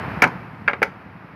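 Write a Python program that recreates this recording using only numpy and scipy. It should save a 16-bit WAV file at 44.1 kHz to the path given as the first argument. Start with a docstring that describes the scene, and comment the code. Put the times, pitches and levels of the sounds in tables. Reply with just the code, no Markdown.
"""Tool on roof tiles

A hand tool knocks on roof tiles and is laid down on them, close by, outdoors.
Each knock is a quick clatter of contacts that ring tile and tool and thud in the hollow beneath.
In the street below, tyre noise fades as a car leaves and a small engine thumps at idle."""
import sys
import numpy as np
from scipy import signal
from scipy.fft import rfft, irfft
from scipy.io import wavfile

SR = 44100
rng = np.random.default_rng(int(sys.argv[2]) if len(sys.argv) > 2 else 0)


def wav_record(signal):
    """Record a signal, one row per channel, as 16-bit PCM in the file named by sys.argv[1]."""
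    frames = np.transpose(np.atleast_2d(signal))
    bounded = np.clip(frames, -1, 1)
    # unit amplitude maps onto the largest positive 16-bit level
    quanta = np.round(bounded * 32767).astype(np.int16)
    wavfile.write(sys.argv[1], SR, quanta)


N = 59535
T = np.arange(N) / SR
ATTACK_S = 0.00061

# Noise spectra of the car, a contact and the reflections.
# Each row: frequency in Hz, relative density in dB.
TYRE_SPECTRUM = [(100, 1), (300, 0), (550, -3), (900, 0.5), (1600, -2.5), (2500, -9.5), (3400, -24.5),
                 (5200, -30.5), (7500, -53.5), (9800, -47), (11500, -37), (14500, -53.5)]
RUMBLE_SPECTRUM = [(25, -41), (48, -14), (70, 7), (115, 15), (180, 11.5), (280, 3.5), (600, -44.5)]
CLACK_SPECTRUM = [(300, -17.5), (1000, -13.5), (1400, 3.5), (1900, -4.5), (2350, -3), (2750, -12.5),
                  (3600, -24.5), (7000, -60.5)]
THUD_SPECTRUM = [(50, -46.5), (90, -23), (125, -12.5), (250, -4), (440, -12.5), (650, -2.5), (850, 0),
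                 (1300, -6.5), (3000, -62.5)]
TICK_SPECTRUM = [(1500, -0.5), (3800, -1.5), (4700, 8), (6500, 0.5), (7600, -12), (10500, -6),
                 (13000, -7.5), (15000, -30)]
SCATTER_SPECTRUM = [(100, -28), (300, -0.5), (800, 3.5), (1500, -4.5), (2400, -8), (4000, -2),
                    (12000, -7.5)]
# Street envelopes. Each row: time in seconds, gain in dB.
TYRE_GAIN_DB = [(0, -29), (.05, -30.5), (.2, -32.5), (.36, -36.5), (.5, -41.5), (.65, -42.5), (.95, -42.5),
                (1.1, -44.5), (1.35, -43.5)]
RUMBLE_GAIN_DB = [(0, -33.5), (.12, -34), (.35, -40.5), (.65, -41), (1, -46), (1.35, -50)]
EXHAUST_GAIN_DB = [(0, -21.5), (.18, -18.5), (.36, -23.5), (.47, -32), (.62, -25), (.9, -29), (1.35, -29)]
# Idle speed. Each row: time in seconds, firing rate in Hz.
FIRING_RATE_HZ = [(0.1, 10.8), (.5, 11.3), (.75, 11.65), (.92, 11.35), (1.02, 10.6), (1.11, 10.9)]
# Modes of exhaust, tile, tool, air space under the tiles and roof frame.
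# Each row: frequency in Hz, relative level in dB, T60 in seconds.
EXHAUST_MODES = [(123, -5, 0.022), (173.3, 2.5, 0.047), (231, -7.5, 0.028)]
TILE_MODES = [(578.3, -15.5, 0.15), (825, -13, .12), (1071, -18.5, 0.11), (1218, -21.5, 0.17),
              (1364, -9.5, 0.095), (1607, -4.5, 0.076), (1686, -3, 0.063), (3126, -23, 0.073)]
TOOL_MODES = [(2123, -6, 0.086), (2236.6, -2, 0.064), (2287, -7, 0.064), (2480, -13, 0.02),
              (4650, -25, 0.049)]
HOLLOW_MODES = [(233, -18, 0.054), (386.6, -21, 0.11), (459, -3, 0.059), (519, -7, 0.048), (794, -7, .04)]
FRAME_MODES = [(127.7, -23, 0.29), (249, -23.5, 0.3), (281.6, -27, 0.22)]
# Tool-on-tile contacts. Each row: start in seconds, tile and tool gains in dB, their T60 scale,
# then clack, thud, hollow and tick gains in dB.
CONTACT_EVENTS = [ (0.2206, -28, -1, 0.5, -9.5, -30, -34, -20), (0.2232, -8, -18, 1, -10, -7.5, -18, -23),
                  (0.2301, -20, -19.5, 0.74, -11.5, -13, -45, -50),
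                  (0.2376, -11, -13, 0.56, -6.5, -12.5, -29, -37),
                  (0.2406, -7, -11, 0.66, -7.5, -17.5, -19, -48),
                  (0.2483, -18.5, -26, 0.6, -15.5, -15, -21.5, -47.5),
                  (0.2570, -37.5, -31.5, .8, -31, -24.5, -44, -48),
                  (0.2670, -24, -33, 0.6, -38, -18.5, -28, -55),
                  (0.2746, -37, -31, 0.4, -29, -23, -48.5, -42.5),
                  (0.6775, -16, -15.5, 1, -8, -22.5, -24.5, -42),
                  (0.6818, -7, -13.5, 0.69, -14, -20.5, -31, -48),
                  (0.6959, -29.5, -30.5, .7, -21.5, -22.5, -38, -60.5),
                  (0.7090, -38, -31, 0.9, -27, -35, -35, -59),
                  (0.7327, -25.5, -25, 1, -17, -21.5, -22, -53.5),
                  (0.8186, -18, -25, 0.73, -20.5, -23.5, -9, -52),
                  (0.8278, -30, -14, 0.7, -6.5, -21, -33, -26),
                  (0.8332, -5, -3.5, 0.11, -20, -29, -18.5, -55), ]


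def undb(db):
    """Decibels to gain."""
    return 10 ** (np.asarray(db) / 20)


def curve(points):
    """Straight lines through (seconds, value) points."""
    return np.interp(T, *np.array(points).T)


def rise(tau_s):
    """Exponential onset from 0 to 1."""
    return 1 - np.exp(-T / tau_s)


def decay(t60_s):
    """Exponential decay, 60 dB down at t60_s."""
    return np.exp(-np.log(1000) * T / t60_s)


def noise(spectrum):
    """Coloured noise of unit rms."""
    hz, db = np.array(spectrum).T
    bins_hz = np.maximum(np.arange(N // 2 + 1) * SR / N, 1)
    gain = undb(np.interp(np.log(bins_hz), np.log(hz), db))
    coloured = irfft(rfft(rng.standard_normal(N)) * gain, N)
    return coloured / coloured.std()


def burst(spectrum, t60_s):
    """Dense resonances as decaying noise, scaled to the energy of its envelope."""
    envelope = decay(t60_s) * rise(ATTACK_S)
    shaped = noise(spectrum) * envelope
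    return shaped * np.sqrt(np.sum(envelope ** 2) / np.sum(shaped ** 2))


def ring(modes):
    """Sum of decaying modes after one blow."""
    return sum(undb(db) * np.sin(2 * np.pi * hz * T) * decay(t60_s) for hz, db, t60_s in modes)


def add(out, start_s, sound):
    """Mix a sound in from start_s."""
    i = int(np.clip(start_s * SR, 0, N - 1))
    out[i:] += sound[:N - i]


def leaving_car():
    """Tyre noise and low rumble fade with distance."""
    tyres = noise(TYRE_SPECTRUM) * undb(curve(TYRE_GAIN_DB))
    rumble = noise(RUMBLE_SPECTRUM) * undb(curve(RUMBLE_GAIN_DB))
    return tyres + rumble


def idling_engine(first_firing_s=0.079, rise_s=0.0023, jitter_db=1):
    """Slow firings, each a soft puff that rings the exhaust."""
    cycles = np.cumsum(curve(FIRING_RATE_HZ)) / SR
    cycles -= np.interp(first_firing_s, T, cycles)
    firings_s = np.interp(np.arange(int(cycles[-1]) + 1), cycles, T)
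    puff = ring(EXHAUST_MODES) * rise(rise_s)
    out = np.zeros(N)
    for start_s in firings_s:
        add(out, start_s, puff * undb(jitter_db * rng.standard_normal()))
    return out * undb(curve(EXHAUST_GAIN_DB))


def contact_ring(modes, t60_scale, spot_db=1.0):
    """Mode levels vary with the spot struck; pressure shortens the ring."""
    return ring([(hz, db + spot_db * rng.standard_normal(), t60_s * t60_scale)
                 for hz, db, t60_s in modes])


def knocks():
    """Each contact rings tile, tool and the hollow below, with a clack, a thud and a sharp tick."""
    out = np.zeros(N)
    for start_s, tile_db, tool_db, t60_scale, clack_db, thud_db, hollow_db, tick_db in CONTACT_EVENTS:
        tile = undb(tile_db) * contact_ring(TILE_MODES, t60_scale)
        tool = undb(tool_db) * contact_ring(TOOL_MODES, t60_scale)
        hollow = undb(hollow_db) * ring(HOLLOW_MODES)
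        clack = undb(clack_db) * burst(CLACK_SPECTRUM, t60_s=0.037)
        thud = undb(thud_db) * burst(THUD_SPECTRUM, t60_s=0.039)
        tick = undb(tick_db) * burst(TICK_SPECTRUM, t60_s=0.036)
        add(out, start_s, (tile + tool + hollow) * rise(ATTACK_S) + clack + thud + tick)
    return out


def reflections(direct, delay_s=0.009, roof_db=-16.5, roof_t60_s=0.17, yard_db=-34, yard_t60_s=0.82):
    """Short scatter from roof and walls, and a faint longer tail from the yard."""
    response = np.zeros(N)
    for db, t60_s in ((roof_db, roof_t60_s), (yard_db, yard_t60_s)):
        tail = burst(SCATTER_SPECTRUM, t60_s)
        add(response, delay_s, undb(db) * tail / np.linalg.norm(tail))
    return signal.fftconvolve(direct, response)[:N]


def roof_frame(start_s=0.232, rise_s=0.008):
    """The first, heaviest knock shakes the frame into a low boom."""
    out = np.zeros(N)
    add(out, start_s, ring(FRAME_MODES) * rise(rise_s))
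    return out


def scene():
    """Knocks on the roof above the street, mono."""
    direct = knocks()
    roof = direct + reflections(direct) + roof_frame()
    street = leaving_car() + idling_engine()
    return (roof + street)[None, :]


def record(dry, low_cut_hz=64.5, ceiling=0.93, high_cut_hz=14800):
    """The microphone cuts deep bass, clips the loudest peaks and cuts the top."""
    highpass = signal.butter(4, low_cut_hz, "high", fs=SR, output="sos")
    lowpass = signal.ellip(10, 0.2, 90, high_cut_hz, fs=SR, output="sos")
    clipped = np.clip(signal.sosfilt(highpass, dry), -ceiling, ceiling)
    return signal.sosfilt(lowpass, clipped)


dry = scene()
out = record(dry)
wav_record(out)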